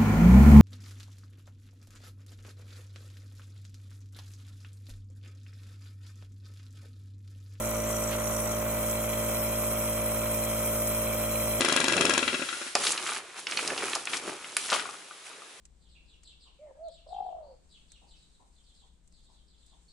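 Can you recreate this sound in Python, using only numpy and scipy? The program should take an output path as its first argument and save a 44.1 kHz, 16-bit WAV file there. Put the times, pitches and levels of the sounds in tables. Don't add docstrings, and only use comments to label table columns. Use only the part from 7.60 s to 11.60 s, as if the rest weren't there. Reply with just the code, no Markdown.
import sys
import numpy as np
from scipy import signal
from scipy.fft import rfft, irfft, next_fast_len
from scipy.io import wavfile
from scipy.ndimage import uniform_filter1d, map_coordinates

SR = 44100
rng = np.random.default_rng(int(sys.argv[2]) if len(sys.argv) > 2 else 0)


def store_wav(level_fs):
    pcm = np.round(np.clip(np.atleast_2d(level_fs), -1, 1) * 32767)
    wavfile.write(sys.argv[1], SR, pcm.T.astype(np.int16))


N = 176400
TIME = np.arange(N) / SR
SHAFT_HZ, MAINS_HZ = 55.03, 60


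def amp(db):
    return 10 ** (np.asarray(db) / 20)


def unit(x):
    return x / np.sqrt(np.mean(x ** 2) + 1e-20)


def along(points, hz):
    f, value = np.transpose(points)
    return np.interp(np.log(hz + 1), np.log(f + 1), value)


def curve(points):
    return np.interp(TIME, *np.transpose(points))


def wobble(rate):
    values = rng.standard_normal(int(N * rate / SR) + 4)
    return map_coordinates(values, [TIME * rate])


def filtered(x, response):
    size = next_fast_len(N + SR // 4)
    hz = np.fft.rfftfreq(size, 1 / SR)
    return irfft(rfft(x, size) * response(hz), size)[..., :N]


def ports(balance_db, lead_rad):
    half = amp(balance_db / 2) * np.exp(.5j * lead_rad)
    return np.array([half, 1 / half]) / np.sqrt((abs(half) ** 2 + abs(half) ** -2) / 2)


def stereo_noise(colour, likeness, path):
    def gains(hz):
        spread = np.arccos(np.clip(along(likeness, hz), 0, 1)) / 2
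        return amp(along(colour, hz)) * np.array([np.cos(spread), np.sin(spread)])
    mid, side = filtered(rng.standard_normal((2, N)), gains)
    return unit(filtered(np.array([mid + side, mid - side]), path))


def patchy(x, depth_db, bands, frames):
    spectra = signal.stft(x, nperseg=512)[2]
    patches = uniform_filter1d(rng.standard_normal(spectra.shape[1:]), bands, axis=0)
    patches = uniform_filter1d(patches, frames, axis=1)
    spectra = spectra * amp(depth_db * unit(patches))
    return unit(signal.istft(spectra, nperseg=512)[1][:, :N])


def stroke(angle, sharp, peak_rad=2.2):
    return np.exp(sharp * (np.cos(angle - peak_rad) - 1))


# f/Hz, likeness
HOUSING_LIKENESS = [(100, 1.4), (400, 0.5), (650, 0.3), (1300, 0.74), (2000, 0.74), (4000, 0.23)]
# f/Hz, level/dB
HOUSING_BALANCE = [(100, 10), (600, 0.5), (1200, -4), (2000, 0.2), (4000, -1)]
# f/Hz, phase/rad
HOUSING_LEAD = [(100, 1), (600, -0.52), (1000, -0.26), (1450, -1.05), (2100, -1.2), (3000, -1.42),
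                (4500, -2)]
def housing_noise(colour):
    def path(hz):
        return ports(along(HOUSING_BALANCE, hz), along(HOUSING_LEAD, hz))
    return stereo_noise(colour, HOUSING_LIKENESS, path)


# f/Hz, phase/rad
CUP_LEAD = [(4600, .7), (5200, 0), (7300, .4), (8300, -.3), (9700, .2), (10400, .15), (11000, -.4),
            (12500, .7), (13200, .05), (13700, -.1), (14200, .4), (15200, .65), (15900, -.1)]
def from_cup(hz, lead_s=.00019):
    return ports(0, 2 * np.pi * hz * lead_s - np.pi + along(CUP_LEAD, hz))


# f/Hz, likeness
CUP_LIKENESS = [(4000, 1), (6200, 0.28), (8000, 0.88), (10500, 1), (12000, 1), (15000, 0.97)]
def cup_noise(colour):
    return stereo_noise(colour, CUP_LIKENESS, from_cup)


# f/Hz, relative level/dB
RUB_COLOUR = [(400, -20), (1200, 4), (3000, 8), (5000, -2), (9000, -31)]
def tube_rub(at_s=.53, half_length_s=.03, peak_db=-40):
    swell = np.exp(-((TIME - at_s) / half_length_s) ** 2)
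    return amp(peak_db) * swell * housing_noise(RUB_COLOUR)


# multiple of the mains rate, multiple of the shaft rate, level/dB
MAGNETIC_TONES = [(2, 0, -59.5), (2, 1, -53.5), (2, 2, -68.5), (4, 0, -61.5), (-2, 13, -61), (2, 17, -59),
                  (2, 19, -57.5)]
def motor_hum(angle):
    mains_angle = 2 * np.pi * MAINS_HZ * TIME
    hum = np.zeros(N)
    for m, k, db in MAGNETIC_TONES:
        hum += amp(db) * np.cos(m * mains_angle + k * angle + 2 * np.pi * rng.random())
    return np.sqrt(2) * hum


# f/Hz, relative level/dB
VALVE_COLOUR = [(1500, -76), (1950, -14.5), (2330, 2.5), (2600, -4.5), (2950, -14), (3200, 1), (3780, -26),
                (4070, -1), (4250, -32), (4700, -76)]
# t/s, level/dB
VALVE_LOUDNESS = [(0, -47.5), (.5, -50.5), (1, -49), (1.5, -45), (1.8, -44.5), (2.1, -46), (2.7, -45.5),
                  (3.3, -44.5), (4, -42)]
def valve_chatter(angle, stroke_db=-.5, rough_db=2.5, waver_db=1):
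    level_db = curve(VALVE_LOUDNESS) + waver_db * wobble(30)
    chatter = amp(stroke_db * stroke(angle, sharp=1.9) + rough_db * wobble(300))
    hiss = patchy(housing_noise(VALVE_COLOUR), depth_db=2, bands=4, frames=5)
    return amp(level_db) * unit(chatter * hiss)


# f/Hz, relative level/dB
RUSH_COLOUR = [(10, -23), (30, -7), (330, -8.5), (410, -5), (520, 1), (910, -5), (1370, -2), (1720, -15.5),
               (2000, -7), (2600, -14.5), (3300, -17), (4000, -18.5), (4600, -27), (7000, -96)]
# t/s, level change/dB
RUSH_DRIFT = [(0, -0.7), (.5, 0), (.9, 1.2), (1.4, -0.5), (2, -1), (3, -0.5), (4, -1)]
def housing_rush(angle, level_db=-40, stroke_db=2.5, rough_db=2.5):
    swell = amp(stroke_db * stroke(angle, sharp=2.5) + rough_db * wobble(250))
    return amp(level_db + curve(RUSH_DRIFT)) * unit(swell * housing_noise(RUSH_COLOUR))


# multiple of the shaft rate, level/dB, left minus right/dB, left lead/rad
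HUM_TONES = [(1, -42.2, -2, -0.1), (2, -40.8, -1, -0.0), (3, -54.0, 0, -0.2), (4, -41.0, -2, -0.1),
             (5, -49.5, 0, -0.6), (6, -48.9, 1, -0.0), (7, -52.2, -3, -0.5), (8, -49.0, -12, 2.7),
             (9, -45.9, -7, -0.8), (10, -43.3, -8, 0.3), (11, -36.4, -1, -0.6), (12, -47.3, 1, -0.8),
             (13, -58.3, -6, -0.8), (14, -56.9, -4, -0.8), (15, -66.3, 2, -2.7), (16, -58.4, -4, -1.4),
             (17, -55.9, -4, -0.7), (18, -53.6, -6, -0.3), (19, -52.9, -1, -0.9), (20, -57.1, -3, -0.9),
             (21, -60.0, -3, 1.8), (22, -63.5, -9, 0.1), (23, -53.8, 4, -0.2), (24, -56.1, -2, -2.7),
             (25, -54.2, 4, 0.0), (26, -62.5, 2, 0.4)]
# f/Hz, level/dB
BUZZ_LEVELS = [(1480, -62), (1620, -63.5), (1750, -67), (1870, -66), (1980, -57.5), (2060, -67),
               (2150, -71), (2400, -64), (2600, -71), (3200, -73)]
def pump_hum(angle, top_multiple=58, waver_db_per_khz=.5):
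    buzz = [(k, along(BUZZ_LEVELS, k * SHAFT_HZ), 0, rng.normal())
            for k in range(len(HUM_TONES) + 1, top_multiple + 1)]
    hum = np.zeros((2, N))
    for k, db, balance_db, lead_rad in list(HUM_TONES) + buzz:
        khz = k * SHAFT_HZ / 1000
        lag_rad = 1.8 * k ** 2 + .45 * khz ** 4 * rng.normal()
        gain = amp(db + waver_db_per_khz * khz * wobble(14))
        tone = gain * np.exp(1j * (k * angle - lag_rad))
        hum += np.sqrt(2) * (ports(balance_db, lead_rad)[:, None] * tone).real
    return hum


# t/s, half length/s, f/Hz, width/Hz, level/dB
CUP_WHISTLES = [(0.284, .025, 7580, 299, -43.5), (.42, 0.056, 8350, 348, -46),
                (0.486, 0.019, 7740, 222, -43), (1.15, 0.24, 15050, 1090, -38)]
def cup_whistles():
    whistles = np.zeros(N)
    for at_s, half_length_s, hz, width_hz, db in CUP_WHISTLES:
        band = (wobble(width_hz) + 1j * wobble(width_hz)) * np.exp(2j * np.pi * hz * TIME)
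        swell = np.exp(-((TIME - at_s) / half_length_s) ** 2)
        whistles += amp(db) * swell * unit(band.real)
    return filtered(whistles, from_cup)


# f/Hz, relative level/dB
GULP_COLOUR = [(4500, -40), (5400, -13), (5850, 0), (6400, -7), (7000, -16), (7650, -7), (8000, -13),
               (8300, -8), (9000, -18), (9600, -4), (10300, -20), (15000, -22)]
# t/s, level/dB
GULP_LOUDNESS = [(0, -44.5), (.3, -45), (.37, -41.5), (.5, -42), (.56, -50), (.65, -42.5), (.8, -41.5),
                 (.95, -44), (1.05, -54), (1.3, -80)]
def cup_gulps(angle, rise_s=.002, fade_60db_s=.038, spread_db=3, max_turns=240):
    turn = (angle / (2 * np.pi)).astype(int)
    age_s = angle % (2 * np.pi) / (2 * np.pi * SHAFT_HZ)
    size_db = spread_db * np.clip(rng.standard_normal(max_turns), -2, 1.2)[turn]
    rise = 1 - np.exp(-age_s / rise_s)
    bursts = rise * amp(size_db - 60 * age_s / fade_60db_s)
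    return amp(curve(GULP_LOUDNESS)) * unit(bursts * cup_noise(GULP_COLOUR))


# t/s, starting level/dB
CLEAR_SPITS = [(.7377, -32), (.795, -42), (.9168, -27), (1.2974, -30), (1.312, -26), (1.9111, -39),
               (2.0926, -41), (2.8384, -31), (2.851, -31), (3.2725, -27.5), (3.5279, -31), (3.8556, -36)]
# f/Hz, relative level/dB
DROPLET_COLOUR = [(1500, -37), (3000, -10), (4700, -24), (5800, 2.5), (8300, 7), (9000, 2), (10300, 9),
                  (11300, 0), (15000, -11)]
def droplets(spatter_per_s=41, fade_60db_s=.023):
    when, size = rng.random((int(spatter_per_s * N / SR), 2)).T
    spatter_db = -49 - 2.75 * np.log(size + .02)
    spatter = list(zip(when * N / SR, spatter_db))
    age_s = np.arange(SR // 20) / SR
    power = np.zeros(N + SR)
    for at_s, db in list(CLEAR_SPITS) + spatter:
        start = int(at_s * SR)
        power[start:start + len(age_s)] += amp(db - 60 * age_s / fade_60db_s) ** 2
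    return np.sqrt(power[:N]) * cup_noise(DROPLET_COLOUR)


# f/Hz, relative level/dB
TILTED_COLOUR = [(3000, -70), (4200, -25), (4650, -20.1), (5000, -22.5), (5400, -16.8), (5850, -7),
                 (6500, -8), (7000, -9.5), (7650, -8.3), (7950, -11), (8300, -10), (9050, -16), (9600, 3.5),
                 (10250, -8.9), (10550, -7), (11000, -12), (11300, 1), (11700, -11), (12300, -9),
                 (12950, -10), (13700, -14.0), (14400, -6), (14850, -12.3), (15200, -3), (15650, -5.5)]
UPRIGHT_COLOUR = [(3000, -70), (4650, -54), (4950, -52), (5200, -13.5), (5600, -18.5), (6400, -14.5),
                  (7000, -19.5), (8350, -13), (9200, -18.5), (9550, -12.5), (9850, -4.5), (10150, -3.5),
                  (10550, 0.0), (10850, -6.5), (11100, -28), (11650, -19), (12000, -14), (12350, -16),
                  (12700, -20), (13300, -10.5), (13750, -20), (14300, -9.5), (15100, -12.5), (15400, -17.6),
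                  (15700, -11.5)]
# t/s, share of the upright colour (0 to 1)
UPRIGHT_SHARE = [(0, 0), (.75, 0.16), (1.1, 0.64), (1.55, 0.68), (1.85, 1), (4, 1)]
# t/s, level/dB
JET_LOUDNESS = [(0, -33), (0.25, -35), (0.43, -32.5), (0.55, -35), (0.7, -34), (0.85, -33), (1, -35),
                (1.1, -33.5), (1.25, -31.5), (1.42, -32.5), (1.6, -31.5), (1.8, -30.5), (2.1, -30.5),
                (2.6, -31.5), (3.2, -29.5), (3.4, -31), (4, -30)]
def mist_jet(angle, gurgle_db=.37, fizz_db=.85):
    upright = curve(UPRIGHT_SHARE)
    tilted = 1 - upright
    hiss = np.sqrt(tilted) * cup_noise(TILTED_COLOUR) + np.sqrt(upright) * cup_noise(UPRIGHT_COLOUR)
    hiss = patchy(hiss, depth_db=1.3, bands=4, frames=9)
    hiss = patchy(hiss, depth_db=1.7, bands=20, frames=2)
    pulse_db = (.8 * tilted - .2) * np.cos(angle)
    flow = amp(pulse_db + gurgle_db * wobble(35.03) + fizz_db * wobble(400))
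    return amp(curve(JET_LOUDNESS)) * unit(flow * hiss)


def scene(wander_hz=.02, flutter_hz=.041):
    shaft_hz = SHAFT_HZ + wander_hz * wobble(2.96) + flutter_hz * wobble(29.97)
    angle = 2 * np.pi * np.cumsum(shaft_hz) / SR
    compressor = pump_hum(angle) + motor_hum(angle) + housing_rush(angle) + valve_chatter(angle)
    cup = mist_jet(angle) + cup_gulps(angle) + cup_whistles() + droplets()
    return compressor + cup + tube_rub()


def record(dry, top_hz=15850):
    return filtered(dry, lambda hz: hz < top_hz)


dry = scene()
out = record(dry)
store_wav(out)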